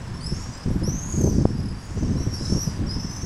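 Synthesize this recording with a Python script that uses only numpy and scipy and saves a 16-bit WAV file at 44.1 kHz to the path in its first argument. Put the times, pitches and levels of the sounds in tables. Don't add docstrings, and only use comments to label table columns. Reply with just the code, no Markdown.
import sys
import numpy as np
from scipy import signal
from scipy.io import wavfile
from scipy.ndimage import uniform_filter1d

SR = 44100
rng = np.random.default_rng(int(sys.argv[2]) if len(sys.argv) > 2 else 0)


def waveform_to_disk(signal):
    frames = np.transpose(np.atleast_2d(signal))
    scaled = np.clip(frames, -1, 1) * 32767
    samples = np.round(scaled).astype(np.int16)
    wavfile.write(sys.argv[1], SR, samples)


def how_loud(loudness_db):
    steps = np.asarray(loudness_db, float) / 20
    return 10 ** steps


N = 143325

# pitch_hz, level_db (per Hz)
TOWN_SPECTRUM = [(15, -14), (25, 1.5), (91, -7.5), (584, -19), (1120, -19.5), (3460, -31), (5460, -36),
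                 (9880, -47), (15600, -58)]
# pitch_hz, width_hz, level_db
HUMS = [
    (1004, 142, -55),
    (1672, 390, -56.5),
]
# time_s, level_db
GUST = [(0, -33), (.35, -32.5), (.62, -39.5), (.68, -25.5), (.95, -26.5), (1, -30), (1.13, -30.5),
        (1.25, -20), (1.48, -26), (1.73, -26.5), (1.8, -37.5), (1.95, -31), (2.1, -23), (2.35, -31.5),
        (2.55, -26.5), (2.64, -31.5), (2.87, -28), (3.16, -34)]
# pitch_hz, level_db (per Hz)
BLOW_SPECTRUM = [(15, -38), (25, -19), (64, 4.5), (190, -4.5), (314, -12.5), (998, -43.5), (1690, -67),
                 (2860, -120)]
# start_s, level_db
BUFFETS = [(0.315, -11), (0.365, -16.5), (0.488, -19), (0.655, -14), (0.675, -11.5), (0.701, -10.5),
           (0.745, -11.5), (0.814, -13), (0.872, -8.5), (0.942, -15.5), (1.137, -12), (1.173, -9.5),
           (1.203, -9), (1.238, -6.5), (1.267, -8), (1.318, -18), (1.379, -7), (1.408, -8.5), (1.586, -11),
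           (1.708, -17.5), (1.967, -12), (2.022, -8), (2.068, -15), (2.104, -12), (2.149, -14),
           (2.198, -13.5), (2.264, -10.5), (2.323, -16), (2.405, -14), (2.495, -13), (2.518, -7.5),
           (2.545, -6.5), (2.571, -11), (2.669, -10.5), (2.725, -25), (2.79, -14), (2.812, -11),
           (2.829, -14), (2.854, -14.5), (2.915, -25), (2.958, -14), (3.043, -16.5), (3.175, -23),
           (3.231, -15)]
# time_s, level_db, shrillness_db
FLOCK = [(0, -61.5, -1), (.28, -61, -3), (.4, -54.5, -2), (.56, -58, -5), (.7, -58, -6), (1, -65, 6),
         (1.12, -63, 17.5), (1.24, -52, 7), (1.36, -50, -12), (1.5, -57, -7), (1.65, -63, 0),
         (1.95, -55.5, -3), (2.25, -61, 0), (2.5, -49, -1), (2.7, -53.5, -6), (2.85, -62, -3),
         (3.25, -58.5, 2)]
# pitch_hz, level_db (per Hz)
HAZE_SPECTRUM = [(3000, -54), (4700, 6), (6600, 1), (9000, -4.5), (11200, -13.5), (14000, -45)]
# start_s, length_s, top_hz, level_db, octave_db
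FAR = [(-.1, 0.21, 5300, -51, -26), (0.124, 0.072, 5400, -46, -23), (0.228, 0.092, 7900, -47, -30),
       (0.447, 0.29, 5850, -55, -27), (0.523, 0.14, 5120, -47, -37), (0.535, 0.024, 7600, -40, -25),
       (0.568, 0.04, 8250, -52, -30), (0.679, 0.14, 5650, -54.5, -12.5),
       (0.974, 0.15, 5600, -59, -4.5), (1.16, 0.087, 5150, -55, -12), (1.183, 0.095, 5550, -50, -17),
       (1.294, 0.1, 5750, -43.5, -32), (1.322, 0.114, 6300, -46.5, -27),
       (1.325, 0.068, 4760, -53, -30), (1.39, 0.14, 5330, -49.5, -37), (1.453, 0.22, 5500, -52, -16),
       (1.549, 0.19, 5030, -48, -27.5), (1.742, 0.12, 4800, -49.5, -24.5),
       (1.736, 0.1, 5590, -53, -15),
       (1.816, 0.21, 6830, -55.5, -28), (1.882, .12, 5500, -53, -26), (1.965, 0.21, 6180, -50, -27),
            (2.022, 0.092, 5640, -44.5, -32), (2.117, 0.057, 5240, -47, -32), (2.187, .06, 6100, -42, -32),
            (2.167, 0.045, 4100, -55, -30), (2.394, .08, 4050, -51, -34), (2.58, .04, 4770, -53, -30),
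            (2.671, 0.13, 5850, -49.5, -22), (2.655, 0.134, 4970, -47.5, -23),
            (2.716, 0.053, 3970, -64, -32), (2.806, 0.095, 5020, -51, -26),
            (3.086, 0.13, 5280, -42.5, -26.5), (3.193, 0.083, 5620, -39, -26)]
# time_s, pitch_hz, level_db
NEAR = [
    [(.2, 4260, -46.5), (.225, 4750, -43.5), (.265, 5120, -38), (.3, 5240, -40), (.345, 5310, -43),
     (.4, 5400, -46.5), (.44, 5550, -46), (.5, 5660, -59)],
    [(.828, 4950, -44.5), (.865, 5630, -36), (.91, 5900, -41), (.98, 6250, -36.5), (1.08, 6560, -40),
     (1.18, 6520, -37), (1.23, 6285, -29), (1.3, 6000, -35), (1.335, 5650, -40)],
    [(2.16, 5470, -43), (2.2, 5610, -44.5), (2.25, 5630, -45.5), (2.3, 5600, -45.5), (2.34, 5540, -35),
     (2.37, 5500, -42), (2.42, 5100, -47)],
    [(2.33, 4450, -54), (2.4, 4990, -44.5), (2.45, 5200, -40), (2.5, 5350, -38), (2.57, 5520, -35.5),
     (2.6, 5610, -32), (2.63, 5780, -28.5), (2.65, 5360, -39.5), (2.71, 4920, -49)],
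]
# time_s, pitch_hz, level_db
ALONGSIDE = [
    [(2.86, 5400, -42), (2.89, 5630, -47), (2.96, 5780, -51.5), (3.02, 5850, -46.5), (3.08, 5890, -48.5),
     (3.16, 5910, -41.5), (3.26, 6160, -46)],
    [(2.88, 4700, -40), (2.91, 5090, -35), (2.96, 5170, -39.5), (3.0, 5230, -42), (3.04, 5270, -42),
     (3.09, 5490, -44)],
    [(2.37, 5350, -45), (2.44, 5760, -45.5), (2.5, 5950, -45), (2.55, 6200, -46), (2.59, 6080, -50)],
    [(.32, 5840, -54), (.36, 6440, -49), (.41, 6730, -50), (.5, 6670, -58)],
]
# octave_db, flutter_hz, trill_start_s
VOICES = [
    (-18, 300, 0.61),
    (-18, 190, 1.188),
    (-19, 330, 2.5),
    (-20.5, 190, 2.8),
    (-21, 190, 4),
    (-28.5, 300, 3.2),
    (-26, 280, 4),
    (-30, 570, 4),
]
SWINGS_HZ = (170, 210, 80, 110, 230, 190, 160, 300)
# start_s, level_db
TICKS = [
    (0.5726, -48),
    (1.5938, -40),
    (1.8517, -40),
    (1.9455, -43),
    (2.0058, -46),
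    (2.1794, -46),
    (2.6783, -52),
    (2.7896, -44),
]
# middle_s, half_length_s, level_db
RUSHES = [
    (2.56, 0.082, -50.5),
    (2.723, 0.14, -47),
]
# pitch_hz, level_db (per Hz)
WING_SPECTRUM = [(300, -8), (700, 2.5), (2000, -6), (4000, -11), (7000, -28)]

TOWN_DB, WHINE_HZ, WHINE_DB = -39.5, 7882, -67
BUFFET_DB, BUFFET_RISE_S, BUFFET_FALL_S = -10, 0.0041, 0.014
LUMPY_DB, BRIGHTEN, FIZZ_DB, SPLIT_HZ = 1.5, 1.9, -5, 211.4
POP_S, POP_DB, POP_BEFORE_S, POP_AFTER_S, POP_EDGE_S = 1.4546, 3.5, 0.0012, 0.0014, 0.00035
HAZE_DB, HAZE_PATCHY_DB, HAZE_GRAIN_DB, SHRILL_HZ = 3, 1.5, 1.3, 6960
SWING_GROWS_S, BEAT, JITTER, WOBBLE_HZ, UNEVEN_DB, EDGE_S = .065, .4, .03, 32, 3, .01
TRILL_PER_S, TRILL_DB, OCTAVE_FALL_DB_PER_KHZ = 36, 16, 6
RASP_DB, RASP_WIDTH_HZ = -18, 500
YARD_T60_S, NEAR_WET_DB, FAR_WET_DB, SMEAR_HZ = .28, -8, -4, 120
RISE, RISE_S, DROOP, FAR_SWING_HZ, THIN_SWING_HZ = .1, .024, .025, 240, 50
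TICK_S, TICK_DB, TICK_HZ = .008, -12, 8000


def evened(x):
    return x / np.sqrt(np.mean(x ** 2) + 1e-20)


def slow(count, hz):
    b, a = signal.butter(2, min(hz, 9000) / SR * 2)
    settled = signal.lfilter(b, a, rng.standard_normal(count + 4000))[4000:]
    return evened(settled)


def add(mix, s, sound):
    at = round(s * SR)
    part = mix[max(at, 0):][:len(sound) + min(at, 0)]
    part += sound[max(-at, 0):][:len(part)]


def coloured(spectrum, patchy_db=1.):
    frames, hz = N // 256 + 5, np.fft.rfftfreq(1024, 1 / SR)[:, None]
    a, b, patches = rng.standard_normal((frames, 513, 3)).T
    patches = uniform_filter1d(patches, size=10, axis=0)
    patches = evened(uniform_filter1d(patches, size=12, axis=1))
    f, db = np.transpose(spectrum)
    shape = np.interp(np.log(hz + 1), np.log(f + 1), db)
    shape = shape - 40 * ((hz < f[0] - 15) | (hz > 1.2 * f[-1]))
    bins = (a + 1j * b) * how_loud(shape + patchy_db * patches)
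    return evened(signal.istft(bins, nperseg=1024, noverlap=768)[1][:N])


def curve(table, axis=1):
    return np.interp(np.arange(N) / SR, *np.transpose(table)[[0, axis]])


def town():
    t = np.arange(N) / SR
    out = how_loud(TOWN_DB) * coloured(TOWN_SPECTRUM, patchy_db=0.5)
    for hz, width, db in HUMS:
        out = out + how_loud(db) * slow(N, width / 2) * np.cos(2 * np.pi * hz * t) * np.sqrt(2)
    whine_level = how_loud(WHINE_DB + 2.5 * slow(N, 40))
    return out + whine_level * np.sqrt(2) * np.sin(2 * np.pi * WHINE_HZ * t)


def wind():
    power = how_loud(curve(GUST) + LUMPY_DB * slow(N, 26.4)) ** 2
    t = np.arange(0, .1, 1 / SR)
    swell = 2 * (1 - np.exp(-t / BUFFET_RISE_S)) * np.exp(-t / BUFFET_FALL_S)
    for s, db in BUFFETS:
        add(power, s, (how_loud(db + BUFFET_DB) * swell) ** 2)
    strength = np.sqrt(power)
    fizz = how_loud(FIZZ_DB - 25.5) * (strength / how_loud(-24.0)) ** BRIGHTEN
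    out = np.zeros(N)
    for kind, gain in (("low", strength), ("high", fizz)):
        b, a = signal.butter(2, SPLIT_HZ / SR * 2, kind)
        part = signal.lfilter(b, a, coloured(BLOW_SPECTRUM, patchy_db=0.5))
        out = out + gain * part / np.sqrt(abs(uniform_filter1d(part ** 2, size=1200)) + 1e-9)
    u = np.arange(-.01, .01, 1 / SR)
    pop = np.tanh(u / POP_EDGE_S) * np.exp(-abs(u) / np.where(u < 0, POP_BEFORE_S, POP_AFTER_S))
    add(out, POP_S + u[0], -how_loud(POP_DB) * pop)
    return signal.lfilter(*signal.butter(2, 1200 / SR * 2), out)


def haze_level():
    return how_loud(curve(FLOCK) + HAZE_DB + HAZE_GRAIN_DB * slow(N, 70))


def haze():
    all_ways = haze_level() * coloured(HAZE_SPECTRUM, HAZE_PATCHY_DB)
    noise = coloured(HAZE_SPECTRUM, HAZE_PATCHY_DB)
    low, high = (signal.sosfiltfilt(signal.butter(2, SHRILL_HZ / SR * 2, kind, output="sos"), noise)
                 for kind in ("low", "high"))
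    return all_ways + haze_level() * (low + how_loud(curve(FLOCK, axis=2)) * high)


def whistle(t, hz, db, swing_hz, octave_db, flutter_hz, trill_s):
    n = len(t)
    trilling = t > trill_s
    flutter = 2 * np.pi * np.cumsum(flutter_hz * (1 + JITTER * slow(n, 32.0))) / SR
    grown = (1 - np.exp(-((t - t[0]) / SWING_GROWS_S) ** 2)) * np.where(trilling, .65, 1)
    swing = grown * np.cos(flutter)
    phase = 2 * np.pi * np.cumsum(hz + swing_hz * swing + WOBBLE_HZ * slow(n, 150)) / SR
    trill = -TRILL_DB * trilling * np.sin(np.pi * TRILL_PER_S * (t - trill_s)) ** 2
    edge = np.clip(np.minimum(t - t[0], t[-1] - t) / EDGE_S, 0, 1)
    octave_db = octave_db + (db - np.max(db)) / 4 + 4.7 * trilling + 2 * slow(n, 6.7)
    octave = how_loud(octave_db - OCTAVE_FALL_DB_PER_KHZ * (2 * hz / 1000 - 11.5))
    rasp = 1 + how_loud(RASP_DB) * slow(n, RASP_WIDTH_HZ)
    tone = np.cos(phase) * rasp + octave * np.cos(2 * phase)
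    level = how_loud(db + trill + UNEVEN_DB * slow(n, 66))
    return np.sqrt(2) * edge * level * (1 + BEAT * swing) * tone


def yard(x, wet_db):
    taps = np.zeros(SR // 2)
    at = np.arange(400, len(taps) - 20, 20)
    taps[at + rng.integers(0, 20, len(at))] = rng.choice([-1., 1.], len(at))
    taps *= how_loud(-60 * np.arange(len(taps)) / SR / YARD_T60_S)
    echoes = signal.fftconvolve(x * slow(N, SMEAR_HZ), taps / np.linalg.norm(taps))[:N]
    return x + how_loud(wet_db) * echoes


def far_swifts():
    out = np.zeros(N)
    for start, length, top_hz, db, octave_db in FAR:
        t = np.arange(0, length, 1 / SR)
        swing_hz = THIN_SWING_HZ if octave_db > -12 else FAR_SWING_HZ
        rise = RISE * min(length / 0.29, 1) * np.exp(-t / RISE_S)
        hz = top_hz * (1 - rise - DROOP * (t / length) ** 3)
        flutter_hz = rng.uniform(230, 330)
        add(out, start, whistle(t, hz, db, swing_hz, octave_db, flutter_hz, .5 * length - .04))
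    return yard(out, FAR_WET_DB)


def near_swifts():
    out = np.zeros(N)
    for rows, swing_hz, voice in zip(NEAR + ALONGSIDE, SWINGS_HZ, VOICES):
        s, hz, db = np.transpose(rows)
        t = np.arange(s[0], s[-1], 1 / SR)
        glide = uniform_filter1d(np.interp(t, s, hz), size=600, mode="nearest")
        add(out, s[0], whistle(t, glide, np.interp(t, s, db), swing_hz, *voice))
    return yard(out, NEAR_WET_DB)


def ticks():
    out, t = np.zeros(N), np.arange(0, .03, 1 / SR)
    for s, db in TICKS:
        add(out, s, how_loud(db + TICK_DB) * np.exp(-t / TICK_S) * rng.standard_normal(len(t)))
    return signal.lfilter(*signal.butter(3, TICK_HZ / SR * 2, "high"), out)


def wings():
    t = np.arange(N) / SR
    passes = sum(how_loud(db) * np.exp(-((t - s) / half) ** 2) for s, half, db in RUSHES)
    return passes * coloured(WING_SPECTRUM, patchy_db=3.0)


def scene():
    mix = town() + wind() + haze() + far_swifts() + near_swifts() + ticks() + wings()
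    return mix[None]


def roll_off(x):
    return signal.sosfilt(signal.butter(12, 15770, fs=SR, output="sos"), x)


def record(dry):
    power_db = 10 * np.log10(abs(uniform_filter1d((dry ** 2).mean(0), size=1500)) + 1e-12)
    fall = np.arange(N) * 11.8 / SR
    held_db = np.maximum.accumulate(power_db + fall) - fall
    over_db = np.maximum(held_db + 22, 0)
    mix = dry / how_loud(0.32 * uniform_filter1d(over_db, size=400))
    return roll_off(mix)


dry = scene()
out = record(dry)
waveform_to_disk(out)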